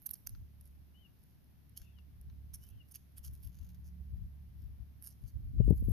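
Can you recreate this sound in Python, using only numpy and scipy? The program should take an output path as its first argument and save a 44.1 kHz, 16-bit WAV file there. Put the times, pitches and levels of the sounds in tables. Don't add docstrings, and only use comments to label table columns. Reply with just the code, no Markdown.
import sys
import numpy as np
from scipy import signal
from scipy.fft import rfft, irfft
from scipy.io import wavfile
from scipy.ndimage import uniform_filter1d

SR = 44100
rng = np.random.default_rng(int(sys.argv[2]) if len(sys.argv) > 2 else 0)


def dump(signal):
    limited = np.clip(np.atleast_2d(signal).T, -1, 1)
    pcm = np.round(limited * 32767).astype(np.int16)
    wavfile.write(sys.argv[1], SR, pcm)


N = 261065
TIME, FREQ = np.arange(N) / SR, np.fft.rfftfreq(N, 1 / SR)

# start in seconds, length in seconds, grit level in dB,
# grit pitch in Hz, ring minus grit in dB, rasp minus grit in dB (levels before the later gains and filters).
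SLIDES = [(0.008, 0.046, -69, 12500, -19, -24), (0.059, 0.013, -41, 12330, -16.5, -25),
          (0.1087, 0.0045, -39.5, 12800, -25, -34), (0.133, 0.0097, -46, 11450, -10.5, -31),
          (0.145, 0.018, -71.5, 12000, 3, -4), (0.2662, 0.01, -45, 11600, -4, -14),
          (0.59, 0.15, -79.5, 11500, -12, -12), (1.13, 0.27, -86, 11800, -7.5, -9),
          (1.767, 0.018, -53, 11440, -4, -12), (1.777, 0.083, -80.5, 11600, -0.5, 3.5),
          (2.535, 0.023, -52.5, 11170, -7, -13), (2.606, 0.058, -70, 11800, -7, -8.5),
          (2.67, 0.045, -73.5, 11900, -8, -19), (2.877, 0.02, -74.5, 11400, -12, -15),
          (2.907, 0.024, -62.5, 11300, -11, -18), (2.939, 0.036, -62.5, 11400, 0, -8),
          (3.164, 0.03, -62.5, 11900, -11, -10.5), (3.233, 0.023, -58.5, 11200, -4, -11),
          (3.252, 0.032, -66.5, 11300, -0.5, -7), (3.26, 0.16, -79, 12100, -14, -10.5),
          (3.328, 0.02, -69.5, 11500, -19, -16), (3.413, 0.07, -66, 11400, -12, -12),
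          (3.50, 0.23, -80.5, 12400, -0.5, -3.5), (3.845, 0.05, -75.5, 11600, -1.5, -6),
          (4.566, 0.12, -82.5, 11900, -13, -2), (5.015, 0.042, -61, 12000, -19, -20),
          (5.041, 0.061, -58.5, 10800, -6.5, -15), (5.103, 0.03, -81, 11600, 4, -8),
          (5.202, 0.082, -83, 11100, -1.5, -5), (5.262, 0.046, -72, 11400, -4.5, -14),
          (5.627, 0.083, -75.5, 11700, -9.5, -13), (5.7, 0.0049, -59, 11800, -19, -14),
          (5.712, 0.125, -74, 11900, -17, -27), (5.765, 0.021, -70, 11660, -8.5, -18.5),
          (5.827, 0.04, -72.5, 11800, -16, -12), (5.877, 0.054, -66, 12200, -15, -23)]


def undb(db):
    return 10 ** (np.asarray(db) / 20)


def unit(x):
    return x / np.sqrt(np.mean(x ** 2))


def across(points):
    hz, value = np.transpose(points)
    return np.interp(np.log(FREQ + 1), np.log(hz), value)


def response(points):
    cepstrum = irfft(np.log(unit(undb(across(points)))), N)
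    cepstrum[1:N // 2] *= 2
    cepstrum[N // 2:] = 0
    return np.exp(rfft(cepstrum))


def through(x, gain):
    return irfft(rfft(x) * gain, N)


def resonate(x, hz, width_hz):
    band = [hz - width_hz / 2, hz + width_hz / 2]
    return signal.sosfilt(signal.butter(1, band, "band", fs=SR, output="sos"), x)


def add(track, s, sound):
    start = max(int(s * SR), 0)
    part = sound[:max(N - start, 0)]
    track[start:start + len(part)] += part


def walk(rate):
    k = int(SR / rate)
    steps = np.repeat(rng.standard_normal(N // k + 1), k)
    return 0.95 * uniform_filter1d(uniform_filter1d(steps, k), k)[:N]


def swell(middle, length):
    return np.cos(np.pi * np.clip((TIME - middle) / length, -.5, .5))


def ports(side_db):
    return unit(undb([[side_db / 2], [-side_db / 2]]))


def air(level_db=-76.5, right_hiss_db=2):
    # frequency in Hz, relative level in dB.
    air_colour = [(35, -16), (60, -11.5), (100, -9), (171, -14), (285, -21.5), (475, -35), (657, -34.5),
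                  (1150, -40.5), (1790, -40), (5980, -46.5), (7720, -58.5), (10200, -44.5), (11700, -39.5),
                  (13800, -39), (15500, -61)]
    colour = response(air_colour)
    colour /= np.sqrt(np.mean(abs(colour * (FREQ > 1000)) ** 2))
    right_minus_left_db = across([(6000, 0.009), (11000, right_hiss_db)])
    lean = undb(np.outer([-.5, .5], right_minus_left_db))
    return through(rng.standard_normal((2, N)), colour * lean) * undb(level_db)


def drone(gain_db=-1.5, fade_db=2, wander=0.0045, side_db=-2, base_hz=35.2, high_hz=180):
    # time in seconds, level in dB before the gain and fading.
    hum_level = [(.05, -90), (.4, -52), (.9, -58.5), (1.15, -70.5), (1.9, -51), (2.55, -50), (2.9, -62),
                 (3.3, -51), (3.7, -52), (4.2, -44), (4.6, -49.5), (5.2, -57)]
    # multiple of the base pitch, relative level in dB.
    partials = [(2, 0), (3, -11), (4, -14), (5, -18), (6, -26)]
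    # middle in seconds, length in seconds, level in dB before the gain.
    middle, length, high_db = (3.9, 1.24, -58)

    def wavering(hz):
        phase = 2 * np.pi * (rng.random() + np.cumsum(hz * (1 + wander * walk(9))) / SR)
        return undb(fade_db * walk(6.2)) * np.sin(phase)

    level_db = np.interp(TIME, *np.transpose(hum_level))
    hum = sum(undb(level_db + db) * wavering(k * base_hz) for k, db in partials)
    hum += undb(high_db) * swell(middle, length) * wavering(high_hz)
    return hum * undb(gain_db) * ports(side_db)


def wind(gain_db=4, steadiness=0.44, breeze_side_db=-2, flutter_db=1.5, flutter_rate=14):
    # frequency in Hz, relative level in dB.
    rumble_colour = [(20, -33.5), (28, -18.5), (37, -1), (55, 7), (75, 0.5), (100, -2.5), (125, -6),
                     (160, -20.5), (200, -20.5), (300, -32), (500, -51.5), (1000, -81.5)]
    # time in seconds, rumble in dB before the gain.
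    breeze = [(0, -104), (.65, -62.5), (1.2, -81.5), (1.7, -83), (2.3, -56), (2.6, -59), (2.95, -87),
              (3.3, -60.5), (4.5, -60.5), (5.15, -67.5), (5.92, -54)]
    # middle in seconds, length in seconds, rumble in dB before the gain,
    # left minus right in dB.
    gusts = [(0.111, 0.068, -63, 0), (0.364, 0.25, -51.5, -3), (1.818, 0.03, -50.5, 1),
             (2.283, 0.066, -51, 1), (2.749, 0.15, -54, -6.5), (3.204, 0.024, -51.5, 24),
             (3.299, 0.13, -48, 8), (3.476, 0.075, -43.5, 27), (3.626, 0.071, -48, 24),
             (3.795, 0.35, -61, 6), (4.01, 0.03, -46.5, -30), (4.19, 0.25, -45, 11), (4.653, 0.24, -51, 9),
             (4.81, 0.061, -47.5, 29), (5.248, 0.095, -46.5, 33), (5.368, 0.079, -43.5, -10),
             (5.484, 0.24, -43.5, 1.5), (5.648, 0.27, -31, 5), (5.807, 0.14, -33.5, -6.5),
             (5.912, 0.16, -30.5, 15)]
    power = (undb(np.interp(TIME, *np.transpose(breeze))) * ports(breeze_side_db)) ** 2
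    for middle, length, db, side_db in gusts:
        power += (undb(db) * ports(side_db) * swell(middle, length)) ** 2
    rumble = through(rng.standard_normal((2, N)), response(rumble_colour))
    rumble /= uniform_filter1d(rumble ** 2, size=3000) ** (steadiness / 2)
    flutter = flutter_db * np.array([walk(flutter_rate), walk(flutter_rate)])
    return rumble * np.sqrt(power) * undb(gain_db + flutter)


def contact(grit, ring_s):
    touch = grit * rng.standard_normal(256) * np.exp(-TIME[:256] / ring_s)
    touch[0] = 1
    return touch / np.sqrt(np.sum(touch ** 2))


def scrapes(grit_db=1, ring_db=-0.5, press_rise=0.42, press_fall=0.43,
            zing_db=-4, zing_width_hz=450, grit_width_hz=4000, grit_floor_hz=9600,
            note_db=-6, note_width_hz=260, note_share=0.493, firm_level_db=-41.5,
            trickle_db=-24, trickle_s=0.054, trickle_top_db=-78):
    # frequency in Hz, relative level in dB.
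    ring_colour = [(3000, -23.5), (4200, 1), (4900, 4), (5700, 1.5), (6400, 6.5), (7300, -6), (8300, -16),
                   (12000, -24), (15000, -37.5)]
    # frequency in Hz, relative level in dB.
    rasp_colour = [(200, -28.5), (550, -8.5), (900, -10), (1550, 1.5), (2300, -6.5), (3300, 1.5), (4200, 2),
                   (6000, 4), (12000, -44)]
    spread_db, slip_db, slip_rate = 4, 4.2, 300
    first_grains, grains_per_s, dust = 45, 420, 0.3
    size = undb(spread_db * np.minimum(rng.exponential(size=N), 3.5)) * rng.choice([-1, 1], N)
    chance, powder = rng.random(N), rng.standard_normal(N)
    slip = undb(slip_db * walk(slip_rate))
    grit, ring, rasp = np.zeros((3, N))
    fine = signal.butter(6, grit_floor_hz, "high", fs=SR, output="sos")
    for s, length, db, hz, claw_db, stone_db in SLIDES:
        span = (TIME >= s - length / 2) & (TIME < s + length + 2 * trickle_s)
        begins, t = TIME[span][0], TIME[span] - s
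        trickle_gain = undb(min(trickle_db, trickle_top_db - db))
        trickle = trickle_gain * np.clip(t / length, 0, np.exp((length - t) / trickle_s))
        press_width = np.where(t < length / 2, press_rise, press_fall)
        press = np.exp(-((t / length - .5) / press_width) ** 2) + trickle
        breaks = chance[span] < (first_grains / length + grains_per_s) / SR
        grains = unit(size[span] * breaks) + dust * powder[span]
        burst = np.convolve(grains * slip[span] * press, contact(grit=0.2, ring_s=0.00075))
        bright = signal.sosfilt(fine, burst)
        firm = min(undb(db - firm_level_db), 1) ** .5
        note = undb(note_db) * firm * unit(resonate(burst, note_share * hz, note_width_hz))
        zing = undb(zing_db) * resonate(bright, hz, zing_width_hz)
        gain = undb(db) * np.sqrt(length * SR / len(burst))
        add(grit, begins, gain * unit(resonate(bright, hz, grit_width_hz) + zing))
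        add(ring, begins, gain * undb(claw_db) * (unit(burst) + note) / (1 + firm))
        add(rasp, begins, gain * undb(stone_db) * unit(burst))
    ring = undb(ring_db) * through(ring, response(ring_colour))
    return undb(grit_db) * grit + ring + through(rasp, response(rasp_colour))


def ledge(x, near_db=-11, near_s=0.0015, wash_db=-19, wash_t60=0.48, port_lag_s=1.3e-5):
    # frequency in Hz, left minus right in dB.
    port_balance = [(1000, -2), (3000, 14), (5800, 3.5), (9000, 3.5), (11000, -10.5), (12500, -13.5),
                    (14000, -6.5)]
    balance = undb(np.outer([.5, -.5], across(port_balance)))
    delay = np.exp(2j * np.pi * np.outer([.5, -.5], FREQ) * port_lag_s)
    near = unit(rng.standard_normal((2, N)) * np.exp(-TIME / near_s)) / np.sqrt(N)
    fall = np.exp(-np.log(1000) * TIME / wash_t60) * (1 - np.exp(-TIME / 0.0089))
    tail = unit(rng.standard_normal((2, N)) * fall) / np.sqrt(N)
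    close = balance * (delay + undb(near_db) * rfft(near))
    wash = np.sqrt(balance) * undb(wash_db) * rfft(tail)
    return through(x, close + wash)


def clicks(table, colour, gain_db, crumble, crumble_s):
    force, t = np.zeros(N), TIME[:SR // 20]
    for s, db in table:
        hit = crumble * rng.standard_normal(len(t)) * np.exp(-t / crumble_s)
        hit[0] = 1
        add(force, s, undb(db + gain_db) * hit)
    return through(force, response(colour))


def stray_ticks(count=22, above_db=24, top_db=-48, scatter_db=3):
    effort = sum(undb(db) * (TIME > s) * (TIME < s + length) for s, length, db, *_ in SLIDES)
    moments = np.quantile(TIME[effort > 0], rng.random(count), method="nearest")
    effort_db = 20 * np.log10(np.interp(moments, TIME, effort))
    strength_db = np.minimum(effort_db + above_db, top_db)
    return list(zip(moments, strength_db + scatter_db * rng.standard_normal(count)))


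def claw_ticks():
    # time in seconds, strength in dB before the gain and filter.
    snaps = [(0.0194, -35), (0.0425, -44), (0.0618, -18), (0.0657, -17), (0.0919, -21.5), (0.1058, -28),
             (0.1101, -19), (0.1142, -30), (0.1403, -27), (0.2935, -25.5), (0.6108, -35), (0.656, -39),
             (1.237, -43), (1.443, -47), (1.6948, -42), (2.213, -40), (2.6893, -34.5), (2.912, -34.5),
             (2.9435, -32), (2.9574, -22.5), (2.9618, -33), (3.121, -49), (3.1818, -25.5), (3.264, -30),
             (3.275, -33.5), (3.432, -41), (5.0245, -26), (5.0415, -32), (5.063, -33), (5.0727, -25),
             (5.218, -52), (5.7005, -40), (5.7705, -47), (5.8025, -40.5), (5.9025, -46)]
    # frequency in Hz, relative level in dB.
    tick_colour = [(500, -50), (1400, -18.5), (3000, -31), (5600, -12), (7700, -44.5), (9500, -6),
                   (11500, 1), (13000, -12), (15000, -8)]
    return clicks(snaps + stray_ticks(), tick_colour, gain_db=-7.5, crumble=0.29, crumble_s=0.0015)


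def shell_taps():
    # time in seconds, strength in dB before the gain and filter.
    taps = [(.350, -53), (1.987, -56.5), (2.300, -57), (2.534, -58), (2.943, -70)]
    # frequency in Hz, relative level in dB.
    shell_colour = [(400, -9), (1300, 31), (2500, 14), (4000, 21.5), (6000, 21), (12000, -62)]
    return clicks(taps, shell_colour, gain_db=6.5, crumble=0.11, crumble_s=0.0042)


def bird(gain_db=1, side_db=12, dip_db=-14, echo_db=-12, echo_s=0.038, fade_in_s=0.022, release_s=0.0092):
    # start in seconds, length in seconds, top pitch in Hz, pointedness of the arch,
    # level in dB before the gain, accent in dB, parting of the two voices from 0 to 1, lower voice in dB.
    whistles = [(0.938, 0.137, 3076, 0.86, -70, 3.5, 0.32, -13),
                (1.738, 0.27, 3600, 1.06, -81, 12, 0.65, 7),
                (2.611, 0.219, 3200, 0.79, -75.5, 11.5, 0.8, -5.5),
                (5.588, 0.065, 2940, 0.64, -85.5, 10, 0.4, -17.5)]
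    start_hz, end_hz, low_voice_hz = 2860, 2640, 2730
    accent_lead_s, accent_width_s = 0.017, 0.013
    rasp_hz, flutter_db = 190, 4
    song = np.zeros(N)
    wobble = [(rasp_hz * walk(600), flutter_db * walk(220)) for _ in range(2)]
    for s, length, top_hz, pointed, db, accent_db, parting, low_voice_db in whistles:
        t = TIME[TIME < length]
        arch = np.sin(np.pi * t / length)
        edge = start_hz + (end_hz - start_hz) * t / length
        apart = np.clip(parting, 0, 1) * np.minimum(2 * arch ** 3, 1)
        accent = accent_db * np.exp(-((length - accent_lead_s - t) / accent_width_s) ** 2)
        high = edge + (top_hz - edge) * arch ** pointed, undb(accent + dip_db * apart)
        low = low_voice_hz, undb(low_voice_db) * apart * arch ** 4
        voiced = np.minimum(t / fade_in_s, 1) * np.minimum((length - t) / release_s, 1)
        now = int(s * SR) + np.arange(len(t))
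        for (hz, gain), (rasp, flutter) in zip((high, low), wobble):
            phase = 2 * np.pi * np.cumsum(hz + apart * rasp[now]) / SR
            level = undb(db + gain_db + apart * flutter[now])
            add(song, s, voiced * gain * level * np.sqrt(2) * np.sin(phase))
    slope = unit(rng.standard_normal((2, N)) * np.exp(-TIME / echo_s)) / np.sqrt(N)
    return song * ports(side_db) + through(song, undb(echo_db) * rfft(slope))


def sand_crunches():
    # time in seconds, strength in dB before the filter.
    crunches = [(3.540, -66), (3.5452, -56), (3.5702, -60), (3.6026, -64), (3.6136, -60), (3.628, -58),
                (3.646, -57), (3.6899, -53.5), (3.702, -57.5), (3.7458, -55)]
    # frequency in Hz, relative level in dB.
    crunch_colour = [(500, -20), (1400, -1.5), (3000, -6), (4500, -3.5), (6200, 2.5), (7800, -17),
                     (10000, -3), (12500, 3), (15000, -0.5)]
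    return clicks(crunches, crunch_colour, gain_db=0.0, crumble=0.28, crumble_s=0.0074)


def thumps(rise_s=0.0025, steepen=0.5, tatter_hz=450, low_hz=36, top_hz=680, right_db=-28):
    # time in seconds, strength in dB before the filter, pitch in Hz,
    # decay in seconds (half the width of the fall), raggedness from 0 to 1 before scaling by pitch.
    eddies = [(5.5997, -9, 98, 0.0061, 0.5), (5.678, -13, 217.6, 0.002, .6), (5.685, -14, 61, 0.0074, .5),
              (5.7035, -8, 149, 0.0045, 0.75), (5.7236, -13.5, 190, 0.003, 0.2),
              (5.727, -14.5, 60, 0.0084, 0.5), (5.823, -21.5, 148.5, 0.0031, 0.4),
              (5.883, -15, 170, 0.0027, 0.18), (5.898, -18.5, 82, 0.006, 0.5)]
    out, t = np.zeros(N), TIME[:SR // 10]
    soften = signal.butter(3, tatter_hz, fs=SR, output="sos")
    for s, db, hz, decay, tatter in eddies:
        ragged = unit(signal.sosfilt(soften, rng.standard_normal(len(t))))
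        push = (1 - np.exp(-(t / rise_s) ** 2)) * np.exp(-(t / (2 * decay)) ** 2)
        phase = 2 * np.pi * hz * t
        swing = np.sin(phase - steepen * push * np.sin(phase))
        add(out, s, undb(db) * push * (swing + tatter * hz / tatter_hz * ragged))
    band = signal.butter(2, [low_hz, top_hz], "band", fs=SR, output="sos")
    out = signal.sosfiltfilt(band, out)
    return np.outer([1, undb(right_db)], out)


def scene():
    weather = air() + drone() + wind() + thumps()
    tortoise = scrapes() + claw_ticks() + shell_taps() + sand_crunches()
    return weather + ledge(tortoise) + bird()


def record(dry, top_hz=14600):
    return signal.sosfilt(signal.ellip(8, .2, 70, top_hz, fs=SR, output="sos"), dry)


dry = scene()
out = record(dry)
dump(out)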